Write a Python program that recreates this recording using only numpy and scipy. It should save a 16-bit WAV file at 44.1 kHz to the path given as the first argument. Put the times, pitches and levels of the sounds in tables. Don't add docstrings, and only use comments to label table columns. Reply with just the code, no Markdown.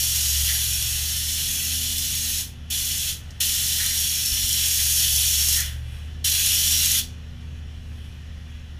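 import sys
import numpy as np
from scipy import signal
from scipy.fft import rfft, irfft
from scipy.io import wavfile
from scipy.ndimage import uniform_filter1d, map_coordinates

SR = 44100
rng = np.random.default_rng(int(sys.argv[2]) if len(sys.argv) > 2 else 0)


def wrap_up_sound(samples):
    columns = np.atleast_2d(samples).T
    tamed = np.clip(columns, -1, 1)
    steps = np.round(tamed * 32767).astype(np.int16)
    wavfile.write(sys.argv[1], SR, steps)


N = 387638
TIME = np.arange(N) / SR
FREQS = np.maximum(np.arange(N // 2 + 1) * SR / N, 1)
TOP_HZ = 15350
# centre_hz, width_hz, gain_db
PATH_COLOUR = [(782, 170, 7), (1535, 80, 0.5), (1880, 350, 0.5), (2206, 140, -7), (3010, 243, 5.5),
               (3415, 316, 6.5), (3740, 175, -9.5), (3880, 560, 4.5), (5560, 630, 8), (6586, 1180, 7),
               (10160, 1330, 6.5), (12760, 1370, 6)]


def undb(db):
    return 10 ** (np.asarray(db) / 20)


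def unit(x):
    return x / np.sqrt(np.mean(x ** 2))


def walk(rate_hz):
    k = max(int(SR / rate_hz), 2)
    held = np.repeat(rng.standard_normal(N // k + 1), k)
    smooth = uniform_filter1d(uniform_filter1d(held, k), k)
    return 1.343 * smooth[:N]


def swell(centre_s, length_s):
    return np.exp(-((TIME - centre_s) / length_s) ** 2)


def slope(points):
    hz, db = np.transpose(points)
    return np.interp(np.log(FREQS), np.log(hz), db)


def bumps(hz, modes):
    return sum(db / (1 + (2 * (hz - centre) / width) ** 2) for centre, width, db in modes)


def shape(x, db):
    return irfft(rfft(x) * undb(db), N)


def band(x, lo_hz, hi_hz):
    return irfft(rfft(x) * ((FREQS >= lo_hz) & (FREQS < hi_hz)), N)


def noise(db):
    return unit(shape(rng.standard_normal(N), db))


def ring(centre_hz, width_hz):
    detune = (FREQS / centre_hz - centre_hz / FREQS) * centre_hz / width_hz
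    return noise(bumps(FREQS, PATH_COLOUR) - 20 * np.log10(1 + detune ** 2))


def wall_echo(x, lag_s, sweep_s, share):
    lag_samples = (lag_s + sweep_s * walk(2.2)) * SR
    return x + share * map_coordinates(x, [np.arange(N) - lag_samples], order=3)


def spits(per_s, boost_db, length_s):
    hits = rng.random(N) < per_s / SR
    surges = hits * np.minimum(rng.exponential(size=N), 2.5)
    decay = np.exp(-1 / (length_s * SR))
    return undb(boost_db * signal.lfilter([1], [1, -decay], surges))


def trigger(opening_s, spurt_s, snap_db):
    # opens_s, shuts_s, t60_s (after shutting), spurt_db, low_hiss_lift_db
    pulls = [(-0.1, 2.408, .22, 0, 0), (2.7, 3.106, .21, 1, 0), (3.401, 5.578, .35, 3, 0.3),
             (6.241, 6.994, .1, 2, 2)]
    flow = low_flow = 0
    for opens_s, shuts_s, t60_s, spurt_db, lift_db in pulls:
        age_s = np.maximum(TIME - opens_s, 0)
        shut_age_s = np.maximum(TIME - shuts_s, 0)
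        surge_db = spurt_db * np.exp(-age_s / spurt_s) + snap_db * swell(opens_s + opening_s, 0.0019)
        pull = np.minimum(age_s / opening_s, 1) * undb(surge_db - 60 * shut_age_s / t60_s)
        flow = flow + pull
        low_flow = low_flow + pull * undb(lift_db)
    return flow, low_flow


def jet(flutter_db, low_flutter_db, high_trim_db):
    # time_s, level_db (before trim)
    aim_points = [(.5, -22), (.85, -25), (3.1, -25), (3.45, -22), (4.25, -24), (4.95, -19.5), (6.3, -21.5),
                  (6.65, -20)]
    # pitch_hz, relative_density_db (per Hz)
    jet_spectrum = [(200, -38), (500, -30), (1100, -24), (1700, -10.5), (2800, -2), (4800, -1), (8500, 0.5),
                    (15000, -2)]
    reference_aim_db, low_hiss_db, low_follows = -25, -31.5, 0.59
    aim_db = np.interp(TIME, *np.transpose(aim_points))
    low_db = low_hiss_db + low_follows * (aim_db - reference_aim_db)

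    hiss = noise(slope(jet_spectrum) + bumps(FREQS, PATH_COLOUR))
    hiss = wall_echo(hiss, lag_s=.0042, sweep_s=0.000276, share=0.057)
    low = unit(band(hiss, 0, 4520)) * undb(low_db + low_flutter_db * walk(45))
    high = wall_echo(band(hiss, 4500, TOP_HZ), lag_s=.0011, sweep_s=.00007, share=.15)
    high = unit(high) * undb(aim_db + high_trim_db)
    high = high * spits(per_s=12, boost_db=4.5, length_s=0.0017)

    flow, low_flow = trigger(opening_s=0.0062, spurt_s=0.035, snap_db=1)
    return (low * low_flow + high * flow) * undb(flutter_db * walk(110))


def leak(flicker_db):
    # centre_s, length_s (centre to 1/e), rise_db, extra_treble_rise_db
    leak_swells = [(.3, 1.1, 7.5, 0), (3.3, 0.17, 2, 3.5), (5.954, 0.14, 4, 6.5), (8.0, 0.15, 0, 5)]
    # pitch_hz, relative_density_db (per Hz)
    leak_spectrum = [(400, -16.5), (1100, -7), (1700, 1), (2800, 0.5), (4800, -11), (8500, -21),
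                     (15000, -28.5)]
    level_db, treble_db = -52.5, -16
    for centre_s, length_s, rise_db, treble_rise_db in leak_swells:
        level_db = level_db + rise_db * swell(centre_s, length_s)
        treble_db = treble_db + treble_rise_db * swell(centre_s, length_s)
    air = noise(slope(leak_spectrum) + bumps(FREQS, PATH_COLOUR))
    air = unit(band(air, 0, 7640)) + unit(band(air, 7570, TOP_HZ)) * undb(treble_db)
    return air * undb(level_db + flicker_db * walk(25))


def shaft(x, wet_db, sweep_hz):
    t60_s, split_hz = .28, 6500
    t = TIME[:SR // 2]
    low_pass = signal.butter(2, split_hz, fs=SR)
    high_pass = signal.butter(2, split_hz, "high", fs=SR)
    turn = 2 * np.pi * np.cumsum(sweep_hz * undb(2.92 * walk(2.01))) / SR
    wet = 0
    for aim in range(4):
        low, high = rng.standard_normal((2, len(t)))
        tail = signal.lfilter(*low_pass, low) * undb(-60 * t / t60_s)
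        tail += signal.lfilter(*high_pass, high) * undb(-60 * t / (0.68 * t60_s))
        share = np.cos(turn * np.sqrt(1 + aim // 2) + aim * np.pi / 2) / np.sqrt(2)
        wet = wet + signal.fftconvolve(x * share, tail / np.linalg.norm(tail))[:N]
    return (x + undb(wet_db) * wet) / np.sqrt(1 + undb(2 * wet_db))


def felt_load(response_s):
    # on_s, off_s
    loads = [(-.02, .993), (4.716, 5.962)]

    def remaining(start_s):
        return np.exp(-np.maximum(TIME - start_s, 0) / response_s)

    return sum(remaining(off_s) - remaining(on_s) for on_s, off_s in loads)


def harmonics(base_hz, table, load, waver_db):
    # centre_hz, width_hz, gain_db
    column_modes = [(70, 8, 3.5), (116.5, 7, 13), (243.5, 5, 5), (247, 2.5, -12), (371, 6, 8)]
    phase = 2 * np.pi * np.cumsum(base_hz * (1 + 0.00095 * walk(12))) / SR
    out = 0
    for multiple, db, load_db in table:
        k = round(multiple)
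        mode_db = bumps(k * base_hz, column_modes)
        gain = undb(db + load * load_db + mode_db + waver_db * walk(9))
        out = out + gain * np.sqrt(2) * np.sin(k * phase + rng.uniform(0, 2 * np.pi))
    return out


def generator():
    # cycle_multiple (5 = firing rate), relative_level_db, full_load_change_db
    engine_orders = [(3, -21, 6), (5, 0.5, 1.5), (6, -25, -3), (7, -14, -2.5), (8, -15.5, -1),
                     (9, -16, -4.5), (10, -21, 4.5), (11, -16, -6), (13, -31, 2), (14, -31, -14),
                     (15, -35.5, 12), (18, -30.5, -5), (21, -43, -10), (29, -32.5, -2), (36, -35, -5),
                     (38, -46.5, 15)]
    # harmonic, relative_level_db, full_load_change_db
    hum_harmonics = [(2, -15.8, -13), (3, -29.5, -9), (4, -32, -12), (6, -34.5, -0.5)]
    free_hz, sag_hz, governor_hz = 74.77, 7.72, 8.86
    belt_ratio = 1.582
    engine_db, load_rise_db = -41, 4.5
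    racing_rise_db, racing_hz = 3.5, 1.63

    load = felt_load(response_s=.24)
    throttle = felt_load(response_s=.97)
    firing_hz = free_hz - sag_hz * load + governor_hz * throttle
    engine = harmonics(firing_hz / 5, engine_orders, load, waver_db=1.53)
    hum = harmonics(belt_ratio * firing_hz, hum_harmonics, load, waver_db=1.9)
    racing_db = racing_rise_db * np.tanh(np.maximum(firing_hz - free_hz, 0) / racing_hz)
    return (engine + hum) * undb(engine_db + load_rise_db * load + racing_db)


def rumble(level_db, swell_db):
    # pitch_hz, relative_density_db (per Hz)
    rumble_spectrum = [(5, -25), (18, -5), (30, 3), (55, 0), (100, -4), (150, -7.5), (200, -13.5),
                       (320, -23), (550, -25.5), (800, -29.5), (1300, -33), (4000, -61)]
    return noise(slope(rumble_spectrum)) * undb(level_db + swell_db * walk(2.76))


def puffs_and_ticks():
    # start_s, level_db, rise_s, t60_s, centre_hz, width_hz
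    puff_tick_events = [(.465, -34, .03, .45, 1970, 700), (3.305, -42, .002, .05, 4300, 5500),
                        (3.778, -33.5, .03, .7, 1970, 900), (4.79, -34, .005, .07, 2000, 400),
                        (5.55, -34.5, .03, .58, 1880, 900), (5.61, -35, .05, .3, 3000, 1500)]
    out = 0
    for start_s, level_db, rise_s, t60_s, centre_hz, width_hz in puff_tick_events:
        age_s = np.maximum(TIME - start_s, 0)
        decay_db = -60 * np.maximum(age_s - rise_s, 0) / t60_s
        burst = ring(centre_hz, width_hz) * np.minimum(age_s / rise_s, 1)
        out = out + burst * undb(level_db + decay_db)
    return out


def whistle():
    # centre_s, length_s (centre to 1/e), level_db
    whistle_events = [(4.282, 0.26, -31), (5.395, .2, -36), (6.537, 0.077, -30), (6.74, 0.095, -29)]
    level = sum(undb(db) * swell(centre_s, length_s) for centre_s, length_s, db in whistle_events)
    return level * ring(centre_hz=5520, width_hz=620)


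def thumps():
    # start_s, level_db (before onset softening), pitch_hz, t60_s
    thump_events = [(4.319, -21, 42, .12), (4.323, -25, 75, .15), (4.437, -25, 45, .08),
                    (4.441, -29, 90, .12)]
    out = 0
    for start_s, level_db, pitch_hz, t60_s in thump_events:
        age_s = np.maximum(TIME - start_s, 0)
        onset = 1 - np.exp(-age_s / 0.0034)
        out = out + undb(level_db - 60 * age_s / t60_s) * np.sin(2 * np.pi * pitch_hz * age_s) * onset
    return out


def scene():
    gun = jet(flutter_db=0.52, low_flutter_db=0.96, high_trim_db=-1.52)
    gun = gun + leak(flicker_db=0.4) + puffs_and_ticks() + whistle()
    gun = shaft(gun, wet_db=-7, sweep_hz=1.1)
    mono = gun + generator() + rumble(level_db=-43.0, swell_db=-0.5) + thumps()
    return np.array([mono, mono])


def record(dry):
    low_pass = signal.ellip(12, .1, 80, TOP_HZ, fs=SR, output="sos")
    return signal.sosfilt(low_pass, dry)


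dry = scene()
out = record(dry)
wrap_up_sound(out)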